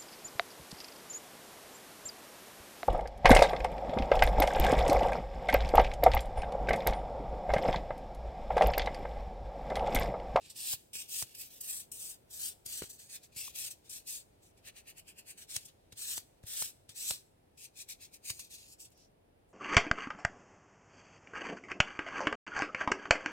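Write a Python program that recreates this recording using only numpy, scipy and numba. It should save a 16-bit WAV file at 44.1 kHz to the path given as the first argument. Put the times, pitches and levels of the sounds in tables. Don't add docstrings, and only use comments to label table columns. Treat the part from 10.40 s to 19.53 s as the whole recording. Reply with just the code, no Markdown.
import sys
import numpy as np
from scipy import signal
from scipy.fft import rfft, irfft, next_fast_len
from scipy.io import wavfile
from scipy.ndimage import uniform_filter1d
from numba import njit

SR = 44100
rng = np.random.default_rng(int(sys.argv[2]) if len(sys.argv) > 2 else 0)


def wav_out(sig):
    wavfile.write(sys.argv[1], SR, np.round(np.clip(np.atleast_2d(sig).T, -1, 1) * 32767).astype(np.int16))


def ratio_of_db(decibels):
    return 10 ** (np.asarray(decibels, float) / 20)


N = 402633
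M = next_fast_len(N)
HZ = np.fft.rfftfreq(M, 1 / SR) + 1
T = np.arange(N) / SR

# [t/s, finger cupping 0-1, free edge ring/dB, face turned to microphone/dB, left minus right/dB]
HOLD = [(.05, 0.77, 1, -5.5, 0), (.28, 0, 2, .3, -.5), (.579, 0.83, -5.5, 2.5, 0.5),
        (.781, 0, -0.3, 1, 0.8), (1.02, 0.72, 2.5, 4.5, -1.1), (1.33, 0.16, 13.5, .6, 1.1),
        (2.2, 0.2, 5, -1, 2), (2.72, 0.7, 6, -2.5, -0.5), (3.03, 0.76, -2.5, 3, 2.5),
        (3.65, 0.54, -3, -2, 1.6), (4.3, 0.96, 13, -2, 1), (4.95, 0.9, 13.5, 1, .6),
        (5.14, 0.71, -4.5, -0.8, 1.2), (5.7, 0.37, 5.5, -1.2, 1.5), (6.65, 0.65, 3, -2, 0.8),
        (7.22, 0.81, -20, -0.5, 3), (7.88, 0.88, -12.5, 1.5, 2), (8.3, 0.3, -22.5, -3.5, 0.7)]
# [f/Hz, density/dB per Hz]
GRIT_COLOUR = [(530, -30), (900, -29.5), (1320, -28.5), (1850, -20), (2070, -25), (2660, -10.5), (4680, -7),
               (8660, -2.5), (10500, -8.5), (13200, -5.5), (16000, -9)]
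# [f/Hz, width/Hz, level/dB]
FREE_EDGE = [(7800, 170, -0.5), (8620, 790, -2)]

# [contact t/s, lift t/s, level at contact/dB, level at lift/dB, nail plate share/dB]
SWEEPS = [(.533, .624, -46.5, -48, -7), (.985, 1.01, -54, -50, -12.5), (1.236, 1.404, -49.5, -48.5, -12),
          (1.536, 1.714, -54, -47, -13.5), (1.91, 2.088, -54, -43, -12.5), (2.278, 2.395, -51, -42.5, -9.5),
          (2.966, 3.078, -47.5, -45.5, -9), (3.512, 3.578, -48.5, -48, -12),
          (3.675, 3.785, -46, -47.5, -13.5), (5.578, 5.778, -49, -44, -9),
          (6.563, 6.71, -47.5, -40.5, -10.5)]
SNAPS = [
    (.165, .338, -50, -39.5, -9.5),
    (.692, .824, -49.5, -39, -11),
    (2.696, 2.762, -54.5, -45.5, -9),
    (3.16, 3.281, -44, -44, -9),
    (5.1, 5.164, -49, -43.5, -8),
    (6.071, 6.226, -49, -39, -9),
    (7.845, 7.902, -56, -37.5, -9),
]
FLICKS = [(4.252, 4.288, -62.5, -56, -2), (4.368, 4.4, -57.5, -61.5, -4.5), (4.48, 4.504, -54, -56, -5.5),
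          (4.576, 4.596, -58.5, -56, -6), (4.682, 4.706, -57, -58.5, -5), (4.78, 4.796, -58.5, -53.5, -5),
          (4.875, 4.912, -56.5, -50.5, -7), (4.98, 5.033, -53.5, -58, -5.5),
          (7.177, 7.255, -58, -49.5, -9.5), (7.373, 7.422, -52, -46.5, -8.5),
          (7.491, 7.526, -48, -48, -7.5), (7.616, 7.658, -53.5, -54, -6.5), (7.741, 7.752, -53.5, -55, -11),
          (1.285, 1.33, -48.5, -52, -10), (3.185, 3.215, -45, -46.5, -10), (6.2, 6.22, -40.5, -39.5, -19.5),
          (6.68, 6.704, -41, -40.5, -21)]
DRAGS = [(0.002, .085, -69.5, -57.5, -2.5), (.86, .93, -68, -63, -3.5), (1.015, 1.085, -48, -59.5, -8),
         (1.105, 1.19, -61, -60, -8), (2.425, 2.476, -50, -56.5, -8), (2.501, 2.566, -50, -60.5, -15.5),
         (2.594, 2.666, -54.5, -61.5, -10.5), (2.836, 2.87, -56.5, -68, -9), (2.93, 2.955, -64, -60, -3.5),
         (3.445, 3.482, -70, -56, -4.5), (4.032, 4.11, -63, -73, -9.5), (5.176, 5.235, -60, -59.5, -7),
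         (5.524, 5.555, -57, -88, 6), (6.033, 6.06, -68, -63, -4), (6.244, 6.31, -41.5, -60, -10),
         (6.497, 6.535, -51, -70, -3), (6.725, 6.82, -42.5, -70, -7.5), (7.916, 7.98, -56, -53.5, -13.5),
         (8.014, 8.08, -54, -64.5, -7.5), (8.108, 8.15, -52.5, -52, -9), (8.165, 8.27, -55, -61.5, -7),
         (8.28, 8.337, -60.5, -55.5, -15), (8.403, 8.46, -51, -56.5, -17.5), (8.578, 8.648, -71, -72, -7)]
# [t/s, level/dB, nail plate share/dB]
CATCHES = [(.103, -45.5, -11), (.951, -50, -7.5), (1.146, -59, -12), (1.212, -42, -20), (1.52, -45.5, -18),
           (2.263, -43, -15.5), (2.673, -58.5, -10), (3.31, -41.5, -13.5), (3.498, -42, -23),
           (5.163, -41.5, -9), (5.255, -49, -18), (7.9, -38.5, -6.5), (7.997, -41.5, -12), (.973, -58, -10),
           (5.285, -60, -3), (8.048, -57.5, -7), (8.454, -55.5, -11), (8.52, -65.5, -15),
           (4.178, -65.5, -5)]
# [t/s, hush just before/dB]
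LANDINGS = [(.099, -3.5), (.533, -21), (1.207, -2.5), (1.517, -17.5), (1.904, -5), (2.261, -4), (2.962, -7),
            (3.495, -8.5), (4.977, -7.5), (5.523, -13.5), (6.031, -14), (6.068, -6), (6.492, -14),
            (7.175, -14), (7.488, -12)]

# [t/s, click level/dB, click f/Hz, thud level/dB, crack level/dB]
KNOCKS = [(0.333, -40, 1040, -52.5, -36), (0.553, -51.5, 398, -69, -46), (0.823, -37.5, 1040, -51, -30.5),
          (2.258, -53.5, 417, -59, -49), (2.419, -30.5, 424, -53, -44), (2.431, -55, 398, -58, -44),
          (2.437, -43, 406, -68, -50), (2.961, -56.5, 397, -59.5, -45.5), (5.162, -44, 1900, -53.5, -27),
          (5.524, -53.5, 436, -60, -49), (5.777, -40.5, 980, -63, -35), (6.035, -52, 482, -51, -58),
          (6.221, -37, 970, -67.5, -31), (6.49, -60, 533, -62, -47), (6.706, -37, 950, -55, -26),
          (6.711, -40, 730, -70.5, -55), (7.9, -42.5, 1910, -52.5, -32.5), (7.992, -57, 1230, -68, -41)]
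# [t/s, level/dB]
LOOSE_GRIT = [
    (0.1042, -49),
    (1.2095, -35),
    (1.5192, -42.5),
    (3.4973, -52),
    (4.0317, -57),
    (4.62, -69.5),
    (8.504, -54),
    (8.5764, -50),
    (8.628, -67),
]
# [start t/s, end t/s, f/Hz, width/Hz, level/dB]
BRUSHES = [
    (8.533, 8.686, 5500, 1310, -69),
    (9.078, 9.14, 7960, 3520, -79),
]

# [f/Hz, density/dB per Hz]
AIR_COLOUR = [(15, -33), (30, -0.5), (48, -4.5), (100, -3.5), (200, -10), (400, -9), (700, -11), (900, -16),
              (1100, -23), (2500, -26), (4500, -31.5), (7000, -35.5), (9000, -31), (16000, -38)]
# [f/Hz, likeness -1 to 1]
AIR_ALIKE = [(60, 0.96), (130, 0.72), (290, 0.51), (640, -0.36), (1400, -0.24), (3100, -0.14),
             (15000, -0.17)]
# [f/Hz, level/dB]
WHINE = [(4927, -108), (9853, -101), (14780, -105)]

# (attack dB/s, release dB/s, swell dB, dust onset dB)
SWEEP, SNAP = (1002, 446.5, 2, -25.5), (1001, 851.5, 1.5, -20)
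FLICK, DRAG, CATCH = (813, 700, 1, -34), (1100.5, 746, 0.7, -25), (1900.5, 619, -1.3, -27.5)
DUST_DB_PER_S, FADE_SHARE = 192, 0.27
REST_DB, QUIETER_S, QUIETER_DB = -88.5, 6.7, -16
HOVER_S, DROP_S = 0.038, 0.0033
HOLLOW, GROOVE, SIDE_S = (2620, 480), (2980, 960), (4.2, 5.07)
# (base dB, dB per cupping, dB per dB of edge ring)
HOLLOW_DB, SIZZLE_DB, WEIGHT_DB = (-31, 30), (0.5, -5, 0.16), (-0.5, 0.5, 0.29)
PALM_MS, PALM_ECHO = 0.4505, .05
THUD_LEFT_DB, TIP_THUD_LEFT_DB = 4, -7.5


def rubbing(scatter_db=1.8, weight_hz=2120, split_hz=4600, top_hz=10500, own=.8, echo=.45):
    rub_db, plate_db = pressure()
    hold_s, *hold = np.transpose(HOLD)
    cup, edge_db, face_db, pan_db = (np.interp(T, hold_s, column) for column in hold)
    hollow_db = HOLLOW_DB[0] + HOLLOW_DB[1] * cup
    top_db, weight_db = (base + a * cup + b * edge_db for base, a, b in (SIZZLE_DB, WEIGHT_DB))

    body = ratio_of_db(on_hz(GRIT_COLOUR))
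    deep = 1 / (1 + (HZ / weight_hz) ** 20)
    low = 1 / (1 + (HZ / split_hz) ** 8)
    high = 1 / (1 + (top_hz / HZ) ** 12)
    hollow = cavity(*HOLLOW, low - deep)
    groove = cavity(*GROOVE, low - deep * .6)
    beside = (T > SIDE_S[0]) & (T < SIDE_S[1])
    edge = sum(ratio_of_db(db) * peak(hz, width_hz) for hz, width_hz, db in FREE_EDGE)

    chatter = ratio_of_db(1.19 * walk(120) + 0.91 * walk(35))
    scatter = ratio_of_db(scatter_db * np.minimum(rng.exponential(size=(3, N)), 5))
    grit = rng.standard_normal((3, N)) * scatter * chatter
    out = []
    for ear, side in enumerate((1, -1)):
        direct = delayed(grit[2], .3 - side * (0.046 + 0.031 * walk(4))) + own * grit[ear]
        hand_ms = np.abs(PALM_MS + .15 * (1 - cup ** 4) * walk(4))
        x = direct + (echo + PALM_ECHO * cup ** 4) * delayed(direct, hand_ms)
        x = x + .42 * delayed(direct, 1.3 + .3 * walk(7))

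        cavities = np.where(beside, unit(colour(x, groove)), unit(colour(x, hollow)))
        plate = unit(colour(x, body * (low - deep))) + ratio_of_db(hollow_db) * cavities
        weight = ratio_of_db(weight_db - 15.5) * unit(colour(x, body * deep))
        plate = ratio_of_db(plate_db) * (plate + weight)
        sizzle = ratio_of_db(top_db + face_db - 3.04 + 0.99 * side) * unit(colour(x, body * high))
        mid = ratio_of_db(-4.5) * unit(colour(x, body * (1 - low) * (1 - high)))
        rings = ratio_of_db(edge_db - 12 + 0.68 * (rub_db + 43)) * unit(colour(direct, edge))
        out.append(ratio_of_db(rub_db + 3.0 + side * pan_db / 2) * (plate + mid + rings + sizzle))
    return np.array(out)


def cavity(hz, width_hz, band):
    return peak(hz, width_hz) * band * HZ / hz / 1j


def pressure():
    t = T[::32]
    catches = [(s, s, db, db, plate_db) for s, db, plate_db in CATCHES]
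    kinds = (SWEEPS, SWEEP), (SNAPS, SNAP), (FLICKS, FLICK), (DRAGS, DRAG), (catches, CATCH)
    rest = ratio_of_db(2 * (REST_DB + QUIETER_DB * (t > QUIETER_S)))
    rub, plate = sum(touch(t, *kind) for kind in kinds) + rest
    hush_db = 0
    for s, db in LANDINGS:
        ahead_s = s - t
        landing = np.clip(ahead_s / DROP_S, 0, 1)
        hover = np.clip(2 - 2 * ahead_s / HOVER_S, 0, 1)
        hush_db = hush_db + db * landing * hover
    return np.interp(T, t, 10 * np.log10(rub) + hush_db), np.interp(T, t, 10 * np.log10(plate / rub))


def touch(t, rows, shape):
    start, end, start_db, end_db, plate_db = np.transpose(rows)[..., None]
    attack, release, swell_db, dust_db = shape
    u = np.clip((t - start) / np.maximum(end - start, 1e-4), 0, 1)
    early, late = np.maximum(start - t, 0), np.maximum(t - end, 0)
    fade_db = attack * early + np.minimum(release * late, DUST_DB_PER_S * late - dust_db)
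    db = start_db + (end_db - start_db) * u + swell_db * 4 * u * (1 - u) - fade_db
    share_db = np.clip(plate_db + np.minimum(FADE_SHARE * fade_db, 5.5), -24, 0)
    return np.array([np.sum(ratio_of_db(2 * db), axis=0), np.sum(ratio_of_db(2 * (db + share_db)), axis=0)])


def knocks(thud_hz=105, thud_lag_s=0.003, crack_s=0.0015):
    out, t = np.zeros((2, N)), np.arange(3000) / SR
    for s, click_db, hz, thud_db, crack_db in KNOCKS:
        noise = rng.standard_normal((3, len(t)))
        click = ring(t, hz, 0.83 / hz) + 0.2 * ring(t, 3.4 * hz, 0.0023)
        if hz > 800:
            click = click + 0.3 * ring(t, 3800, 0.00045) + 1.3 * ring(t, 2097, .00017)
        click = ratio_of_db(click_db + 1.5) * click
        rattle = signal.lfilter([.08, -.07], [1, -1.75, .8], noise[:2])
        rattle = rattle * 0.65 * ratio_of_db(click_db + 8) * np.exp(-t / 0.009)

        lag_s = thud_lag_s + np.array([[.0012], [0]]) * (crack_db > thud_db + 20)
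        pan_db = TIP_THUD_LEFT_DB if hz > 1150 else THUD_LEFT_DB
        thud = ratio_of_db(thud_db + 11) * ring(t - lag_s, thud_hz, 0.0063)
        thud = thud * ratio_of_db(np.array([[pan_db], [-pan_db]]) / 2)

        crack = noise - np.roll(noise, 3, axis=1)
        crack = ratio_of_db(crack_db + 3.5) * crack * t / crack_s * np.exp(-t / crack_s)
        crack = 1.03 * crack[:2] + 0.63 * crack[2]
        i = int((s + 0.0015) * SR)
        out[:, i:i + len(t)] += click + rattle + crack + thud
    return out


def loose_grit():
    out, t = np.zeros((2, N)), np.arange(3000) / SR
    for s, db in LOOSE_GRIT:
        i = int(s * SR)
        grain = np.diff(rng.standard_normal((2, len(t) + 2)), 2)
        out[:, i:i + len(t)] += ratio_of_db(db - 9.5) * grain * np.exp(-t / 0.00088)
    return out


def pluck(s=3.0785, hz=1080, db=-43.5):
    onset = np.clip((T - s) / 0.002, 0, 1)
    return ratio_of_db(db + 4) * onset * ring(T - s, hz, 0.0021) * np.ones((2, 1))


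def skin_brushes():
    out = np.zeros((2, N))
    for start, end, hz, width_hz, db in BRUSHES:
        swell = np.sin(np.pi * np.clip((T - start) / (end - start), 0, 1)) ** 0.77
        hiss = unit(colour(rng.standard_normal((2, N)), peak(hz, width_hz) ** 2))
        out = out + ratio_of_db(db) * swell * hiss
    return out


def room(x, t60_s=0.46, wet_db=-22):
    t = T[:SR // 2]
    tail = rng.standard_normal((2, len(t))) * np.exp(-np.log(1000) * t / t60_s) * (t > .004)
    tail = tail / np.sqrt(np.sum(tail ** 2, axis=1, keepdims=True))
    return x + ratio_of_db(wet_db) * signal.fftconvolve(x, tail, axes=1)[:, :N]


def air(level_db=-67):
    alike = np.clip(on_hz(AIR_ALIKE), -.95, .95)
    density = ratio_of_db(on_hz(AIR_COLOUR))
    mid, side = (colour(rng.standard_normal(N), density * np.sqrt(1 + k * alike)) for k in (1, -1))
    settle = np.clip((T - 8.65) / 0.11, 0, 1)
    both = unit(np.array([mid + side, mid - side])) * ratio_of_db(level_db + 0.5 + .5 * walk(3.12) - 1.0 * settle)
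    both = both - 0.32 * settle * colour(both, 1 / (1 + (3500 / HZ) ** 4))
    return both + sum(ratio_of_db(db + 7.0) * np.sin(2 * np.pi * hz * T) for hz, db in WHINE)


def unit(x):
    return x / np.sqrt(np.mean(x ** 2))


def on_hz(table):
    hz, value = np.transpose(table)
    return np.interp(np.log(HZ), np.log(hz), value)


def colour(x, gain):
    return irfft(rfft(x, M) * gain, M)[..., :N]


def peak(hz, width_hz):
    return 1 / (1 + 1j * (HZ ** 2 - hz ** 2) / (HZ * width_hz))


def ring(t, hz, decay_s):
    t = np.maximum(t, 0)
    return np.sin(2 * np.pi * hz * t) * np.exp(-t / decay_s)


def walk(rate):
    k = int(SR / rate)
    held = np.repeat(rng.standard_normal(N // k + 1), k)
    return 1.327 * uniform_filter1d(uniform_filter1d(held, k), k)[:N]


@njit
def delayed(x, ms):
    y = np.zeros(len(x))
    for i in range(400, len(x) - 2):
        p = i - min(max(ms[i], 0.), 8.) * SR / 1000
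        k = int(p)
        f = p - k
        a, b, c, d = x[k - 1], x[k], x[k + 1], x[k + 2]
        y[i] = b + .5 * f * (c - a + f * (2 * a - 5 * b + 4 * c - d + f * (3 * (b - c) + d - a)))
    return y


def scene():
    hands = rubbing() + knocks() + loose_grit() + pluck() + skin_brushes()
    return room(hands) + air()


def band_limit(x):
    return signal.sosfilt(signal.butter(12, 15800, fs=SR, output="sos"), x)


def record(dry):
    mix = colour(dry, (HZ < 15860) / (1 + (34 / HZ) ** 4))
    return band_limit(mix)


dry = scene()
out = record(dry)
wav_out(out)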